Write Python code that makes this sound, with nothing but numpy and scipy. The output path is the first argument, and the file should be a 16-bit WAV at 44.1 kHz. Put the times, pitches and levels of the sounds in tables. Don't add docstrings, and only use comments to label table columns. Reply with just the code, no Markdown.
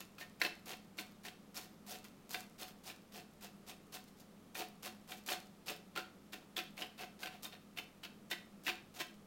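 import sys
import numpy as np
from scipy import signal
from scipy.fft import rfft, irfft, next_fast_len
from scipy.io import wavfile

SR = 44100
rng = np.random.default_rng(int(sys.argv[2]) if len(sys.argv) > 2 else 0)


def waveform_to_disk(signal):
    frames = np.transpose(np.atleast_2d(signal))
    scaled = np.clip(frames, -1, 1) * 32767
    samples = np.round(scaled).astype(np.int16)
    wavfile.write(sys.argv[1], SR, samples)


N = 408366


def from_db(db):
    return 10 ** (np.asarray(db) / 20)


def rms_one(x):
    return x / np.sqrt(np.mean(x ** 2) + 1e-20)


def at_hz(points, hz):
    f, value = np.transpose(points)
    return np.interp(np.log(np.maximum(hz, 1)), np.log(f), value)


def add(track, s, sound):
    start = int(np.clip(round(s * SR), 0, N - 1))
    track[start:start + len(sound)] += sound[:N - start]


def coloured(x, spectrum, size=8192):
    log_gain = np.log(from_db(at_hz(spectrum, np.fft.rfftfreq(size, 1 / SR))))
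    cepstrum = irfft(log_gain)
    cepstrum[1:size // 2] *= 2
    cepstrum[size // 2 + 1:] = 0
    response = irfft(np.exp(rfft(cepstrum)))
    return signal.fftconvolve(x, response / np.linalg.norm(response))[:len(x)]


def resonance(x, hz, width):
    r = np.exp(-np.pi * width / SR)
    feedforward = np.array([1, 0, -1]) * (1 - r * r) / 2
    feedback = [1, -2 * r * np.cos(2 * np.pi * hz / SR), r * r]
    return signal.lfilter(feedforward, feedback, x + 1e-12 * rng.standard_normal(len(x)))


def body(force, modes):
    return sum(from_db(db) * resonance(force, hz, width) for hz, width, db in modes)


def grains(count, per_s, spread_db, ring_s):
    sizes = from_db(spread_db * np.minimum(rng.exponential(1, count), 3.5))
    born = rng.random(count) < per_s / SR
    power = signal.lfilter([1], [1, -np.exp(-2 / (ring_s * SR))], sizes ** 2 * born)
    return rms_one(np.sqrt(power) * rng.standard_normal(count))


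def pat_force(sink_s, hold_s, swell_db, ease_db, release_s):
    corners = np.cumsum(np.maximum([0, sink_s, hold_s, release_s], 1 / SR))
    t = np.arange(int(corners[-1] * SR)) / SR
    force = from_db(np.interp(t, corners, [-swell_db, 0, -ease_db, -45]))
    return force / np.sqrt(np.mean(force[t < corners[2]] ** 2))


def pats(sink_share=.58):
    # start in seconds, contact time in seconds,
    # weight of the hand in relative dB, crunch of the crumbs in relative dB.
    touches = [(0, 0.012, -46, -54), (.181, 0.047, -48, -59.5), (.399, 0.074, -40, -53.5),
               (.656, .078, -42.5, -55), (.971, 0.048, -47, -54.5), (1.234, 0.049, -47.5, -59),
               (1.544, 0.052, -47, -51.5), (1.602, .056, -57, -62.5), (1.864, 0.096, -48, -53.5),
               (2.04, 0.017, -50, -60.5), (2.293, 0.081, -47, -53.5), (2.37, 0.051, -62, -60.5),
               (2.581, 0.064, -46.5, -56), (2.66, .042, -55, -62), (2.835, 0.078, -48, -56.5),
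               (3.119, 0.085, -49.5, -60), (3.409, .054, -49, -57.5), (3.665, .054, -48, -57.5),
               (3.922, 0.046, -45, -53), (4.07, 0.022, -66, -69.5), (4.17, 0.06, -66, -68),
               (4.546, .08, -39.5, -51), (4.824, 0.059, -42.5, -53), (5.075, 0.071, -48.5, -57.5),
               (5.164, 0.032, -64, -64), (5.264, 0.078, -39.5, -48), (5.66, 0.061, -40.5, -52),
               (5.952, 0.042, -36.5, -61), (6.322, 0.025, -42, -56), (6.561, 0.03, -37.5, -51.5),
               (6.767, .072, -43, -58), (6.978, 0.06, -42.5, -60), (7.191, 0.078, -45.5, -58.5),
               (7.297, 0.062, -52, -75), (7.423, .04, -48.5, -52.5), (7.514, 0.029, -47.5, -78),
               (7.762, 0.039, -44.5, -58.5), (8.028, 0.03, -46.5, -66), (8.301, 0.024, -36, -52),
               (8.635, 0.038, -58, -60), (8.66, 0.04, -34.5, -56), (8.94, .055, -48, -60),
               (8.992, 0.023, -35.5, -51)]
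    for start, contact_s, weight_db, crunch_db in touches:
        yield start, sink_share * contact_s, (1 - sink_share) * contact_s, weight_db, crunch_db


def crumbs():
    # start in seconds, relative level in dB.
    snaps = [(.659, -36), (1.574, -23.5), (2.044, -36), (2.308, -26), (2.3146, -28), (2.407, -30),
             (2.632, -26.5), (4.831, -28), (5.2627, -29), (5.301, -29), (5.329, -20.5), (7.259, -34),
             (7.432, -27.5)]
    # frequency in Hz, relative spectral density in dB.
    crunch_spectrum = [(120, -18.5), (300, -0.5), (700, -3), (1100, 1.5), (2000, -6.5), (3000, 0),
                       (5000, 2.5), (7000, 0), (10000, -3.5), (13000, -0.5), (16000, -4)]
    cracks = np.zeros(N)
    for start, sink_s, hold_s, _, crunch_db in pats():
        force = pat_force(sink_s, hold_s, swell_db=10.5, ease_db=10.5, release_s=.064)
        fractures = grains(len(force), per_s=2100, spread_db=2.5, ring_s=.00036)
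        add(cracks, start, from_db(crunch_db) * force * fractures)
        settling = grains(SR // 5, per_s=56, spread_db=6.5, ring_s=.00021) * np.linspace(1, 0, SR // 5)
        add(cracks, start + sink_s + hold_s, from_db(crunch_db - 18.5) * settling)
    t = np.arange(SR // 100) / SR
    for start, level_db in snaps:
        snap = np.exp(-t / .0014) * rng.standard_normal(len(t))
        snap[0] = 3
        add(cracks, start, from_db(level_db - 15) * snap)
    return from_db(1.5) * coloured(cracks, crunch_spectrum)


def mesh_scrape():
    scrape = np.zeros(N)
    for start, sink_s, hold_s, weight_db, _ in pats():
        force = pat_force(sink_s, hold_s, swell_db=12, ease_db=1, release_s=.089)
        slips = grains(len(force), per_s=1200, spread_db=2.5, ring_s=.00061)
        add(scrape, start, from_db(weight_db - 10.5) * force * slips)
    return scrape


def metal(contacts):
    # frequency in Hz, relative spectral density in dB.
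    clack_spectrum = [(150, -30), (400, -5), (800, -10.5), (1150, -4), (1600, -0.5), (2700, 1.5),
                      (4200, -3), (5500, -12), (8000, -20), (16000, -15)]
    # frequency in Hz, bandwidth in Hz, relative gain in dB.
    metal_modes = [(335, 13, 14), (717, 29, 1.5), (1051.4, 27, 4.5), (1423, 23, -1), (1540, 14, 3),
                   (1810, 20, 2.5), (1963, 8.8, 2), (2230, 26, -13), (2450, 58, 1), (2647, 21, 10),
                   (2950, 6.1, -31), (2940, 98, -11), (3204, 40, -6.5), (3260, 26, -17.5), (3590, 55, 3.5),
                   (3800, 29, -16), (4245, 52, 0), (5190, 45, -4)]
    return from_db(-1.5) * coloured(contacts, clack_spectrum) + from_db(3) * body(contacts, metal_modes)


def wavering(hz, width, flutter):
    band = rng.standard_normal(N + SR)
    for _ in range(2):
        band = resonance(band, hz, 2 * width)
    analytic = signal.hilbert(band, next_fast_len(N + SR))[SR:SR + N]
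    return rms_one(np.cos(np.angle(analytic)) * np.abs(analytic) ** flutter)


def fan():
    # frequency in Hz, relative spectral density in dB.
    air_spectrum = [(20, -12), (40, -27), (75, -19), (120, -15.5), (200, -2.5), (300, -9.5), (480, -13),
                    (750, -18), (1000, -21.5), (1250, -19), (1500, -25), (2500, -27), (5000, -31.5),
                    (16000, -37.5)]
    # frequency in Hz, nominal bandwidth in Hz, rms level in dB.
    hum_tones = [(59, 2, -79.5), (102.4, 3.2, -78.5), (168, 19.6, -70.5), (204.6, 5.1, -66)]
    air = from_db(-62) * coloured(rng.standard_normal(N), air_spectrum)
    hum = sum(from_db(db) * wavering(hz, width, flutter=.47) for hz, width, db in hum_tones)
    return air + hum


def tray(lag_s=.007, typical_pat_s=.05, bottom_out_db=-46.5, thump_growth=.77):
    # frequency in Hz, bandwidth in Hz, relative gain in dB.
    tray_modes = [(348.7, 9.5, -10.5), (435, 17, -3), (504, 79, -9.5), (590, 55, -4), (712, 30, 1),
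                  (737, 23, -1.5), (817, 23, -18)]
    push, thumps = np.zeros(N), np.zeros(N)
    for start, sink_s, hold_s, weight_db, _ in pats():
        push_db = weight_db - 8 + 3 * np.log2((sink_s + hold_s) / typical_pat_s)
        force = pat_force(sink_s, hold_s, swell_db=10, ease_db=4, release_s=.0064)
        roughness = grains(len(force), per_s=3500, spread_db=2, ring_s=.0012)
        add(push, start + lag_s, from_db(push_db) * force * roughness)
        thump_db = push_db + thump_growth * (push_db - bottom_out_db)
        add(thumps, start + sink_s + hold_s / 4, from_db(thump_db) * np.hanning(SR // 800))
    lowest_mode = resonance(thumps, hz=346, width=7.1)
    return from_db(15) * body(push, tray_modes) + from_db(28.5) * lowest_mode


def rim_knocks(rebound_s=.0133, chatter_t60=.046, hard_hit_s=.0007):
    # time in seconds, relative level in dB, pitch of the struck spot in Hz, its
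    # ring in dB, time to sink through the crumbs in seconds, rebound relative to the knock in dB.
    knocks = [(.183, -40, 1640, 3, 0.0011, -14), (.211, -37, 1760, 10, 0.0031, -4),
              (.4152, -17.5, 1720, 8, 0.0033, -18), (0.4487, -25, 2530, 1, .003, -2),
              (.986, -29.5, 2340, 2, 0.0028, -14), (1.2507, -33.5, 2500, -6, 0.0022, -11),
              (1.2815, -34, 2550, -6, .003, -16), (1.5651, -38, 5660, 23.5, 0.0031, -2),
              (2.345, -25.5, 4440, 4, 0.0011, -27), (2.897, -35.5, 2730, -5, 0.0029, -16),
              (4.552, -32, 2450, -9, 0.0021, -27), (5.1187, -32.5, 3600, 4, .003, -14),
              (5.2873, -27, 3120, 5, .002, -1), (5.3198, -26.5, 2730, 1, .002, -2.5),
              (5.682, -28.5, 2630, 1, .002, -5.5), (5.961, -29, 1320, 8, .0015, 2.5),
              (6.332, -33.5, 2820, -2, .003, -18), (6.5664, -29.5, 3410, 13, 0.00066, -1),
              (6.5885, -27, 3040, 4.5, 0.0028, -5), (6.778, -36.5, 2620, 1, 0.00059, -10),
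              (6.8197, -29.5, 3100, 7.5, 0.0031, -16), (6.9905, -39, 2560, 6, 0.0027, -15),
              (7.2304, -29.5, 1470, 7.5, 0.0032, -17), (7.258, -33, 2580, -11, 0.0018, 1),
              (7.4505, -37, 3760, 7, 0.00388, -11), (7.7722, -32, 2930, 1, .003, 3),
              (8.0336, -33, 3050, 0, 0.0033, -2.5), (8.3129, -26, 1940, 11.5, .004, -2),
              (8.666, -22, 2580, -5, 0.0029, -3), (8.6913, -23.5, 2590, 6, 0.0029, -22),
              (9.0032, -24, 2640, -7, 0.00518, -16)]
    impacts = np.zeros(N)
    t = np.arange(SR // 16) / SR
    for start, level_db, spot_hz, ring_db, sink_s, rebound_db in knocks:
        force = np.minimum(t / sink_s, 1) * from_db(-60 * np.maximum(t - sink_s, 0) / chatter_t60)
        for landing, landing_db in (start, level_db), (start + rebound_s, level_db + rebound_db):
            chatter = .24 * rms_one(force * grains(len(t), per_s=3000, spread_db=-1.5, ring_s=.00051))
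            chatter[int(sink_s * SR / 2)] += 11 * np.sqrt(hard_hit_s / max(sink_s, hard_hit_s))
            clack = bending_waves(chatter, ring_s=.0029, share_db=-4.5)
            spot_ring = from_db(ring_db) * resonance(clack, spot_hz, width=230)
            add(impacts, landing - sink_s / 4, from_db(landing_db - 11.5) * (clack + spot_ring))
    return impacts


def bending_waves(x, ring_s, share_db):
    t = np.arange(SR // 40) / SR
    response = rng.standard_normal(len(t)) * np.exp(-t / ring_s)
    response *= from_db(share_db) / np.linalg.norm(response)
    response[0] = 1
    return signal.fftconvolve(x, response / np.linalg.norm(response))


def kitchen(x, wet_db, first_echo_s, bands=9):
    # frequency in Hz, time to fall by 60 dB in seconds.
    decay_times = [(200, 0.2), (700, 0.41), (2500, 0.34), (5000, 0.34), (9000, 0.27), (16000, 0.23)]
    t = np.arange(SR * 2 // 3) / SR
    edges_hz = np.geomspace(120, 18000, bands + 1)
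    response = np.zeros(len(t))
    for low, high in zip(edges_hz, edges_hz[1:]):
        bandpass = signal.butter(2, [low, high], "band", fs=SR, output="sos")
        band = signal.sosfilt(bandpass, rng.standard_normal(len(t)))
        response += band * from_db(-60 * t / at_hz(decay_times, np.sqrt(low * high)))
    response *= t > first_echo_s
    return from_db(wet_db) * signal.fftconvolve(x, response / np.linalg.norm(response))[:N]


def scene():
    patting = crumbs() + tray() + metal(mesh_scrape() + rim_knocks())
    return (patting + kitchen(patting, wet_db=-9.5, first_echo_s=.0046) + fan())[None]


def record(dry, cutoff_hz=15950):
    return signal.sosfilt(signal.ellip(12, .1, 80, cutoff_hz, fs=SR, output="sos"), dry)


dry = scene()
out = record(dry)
waveform_to_disk(out)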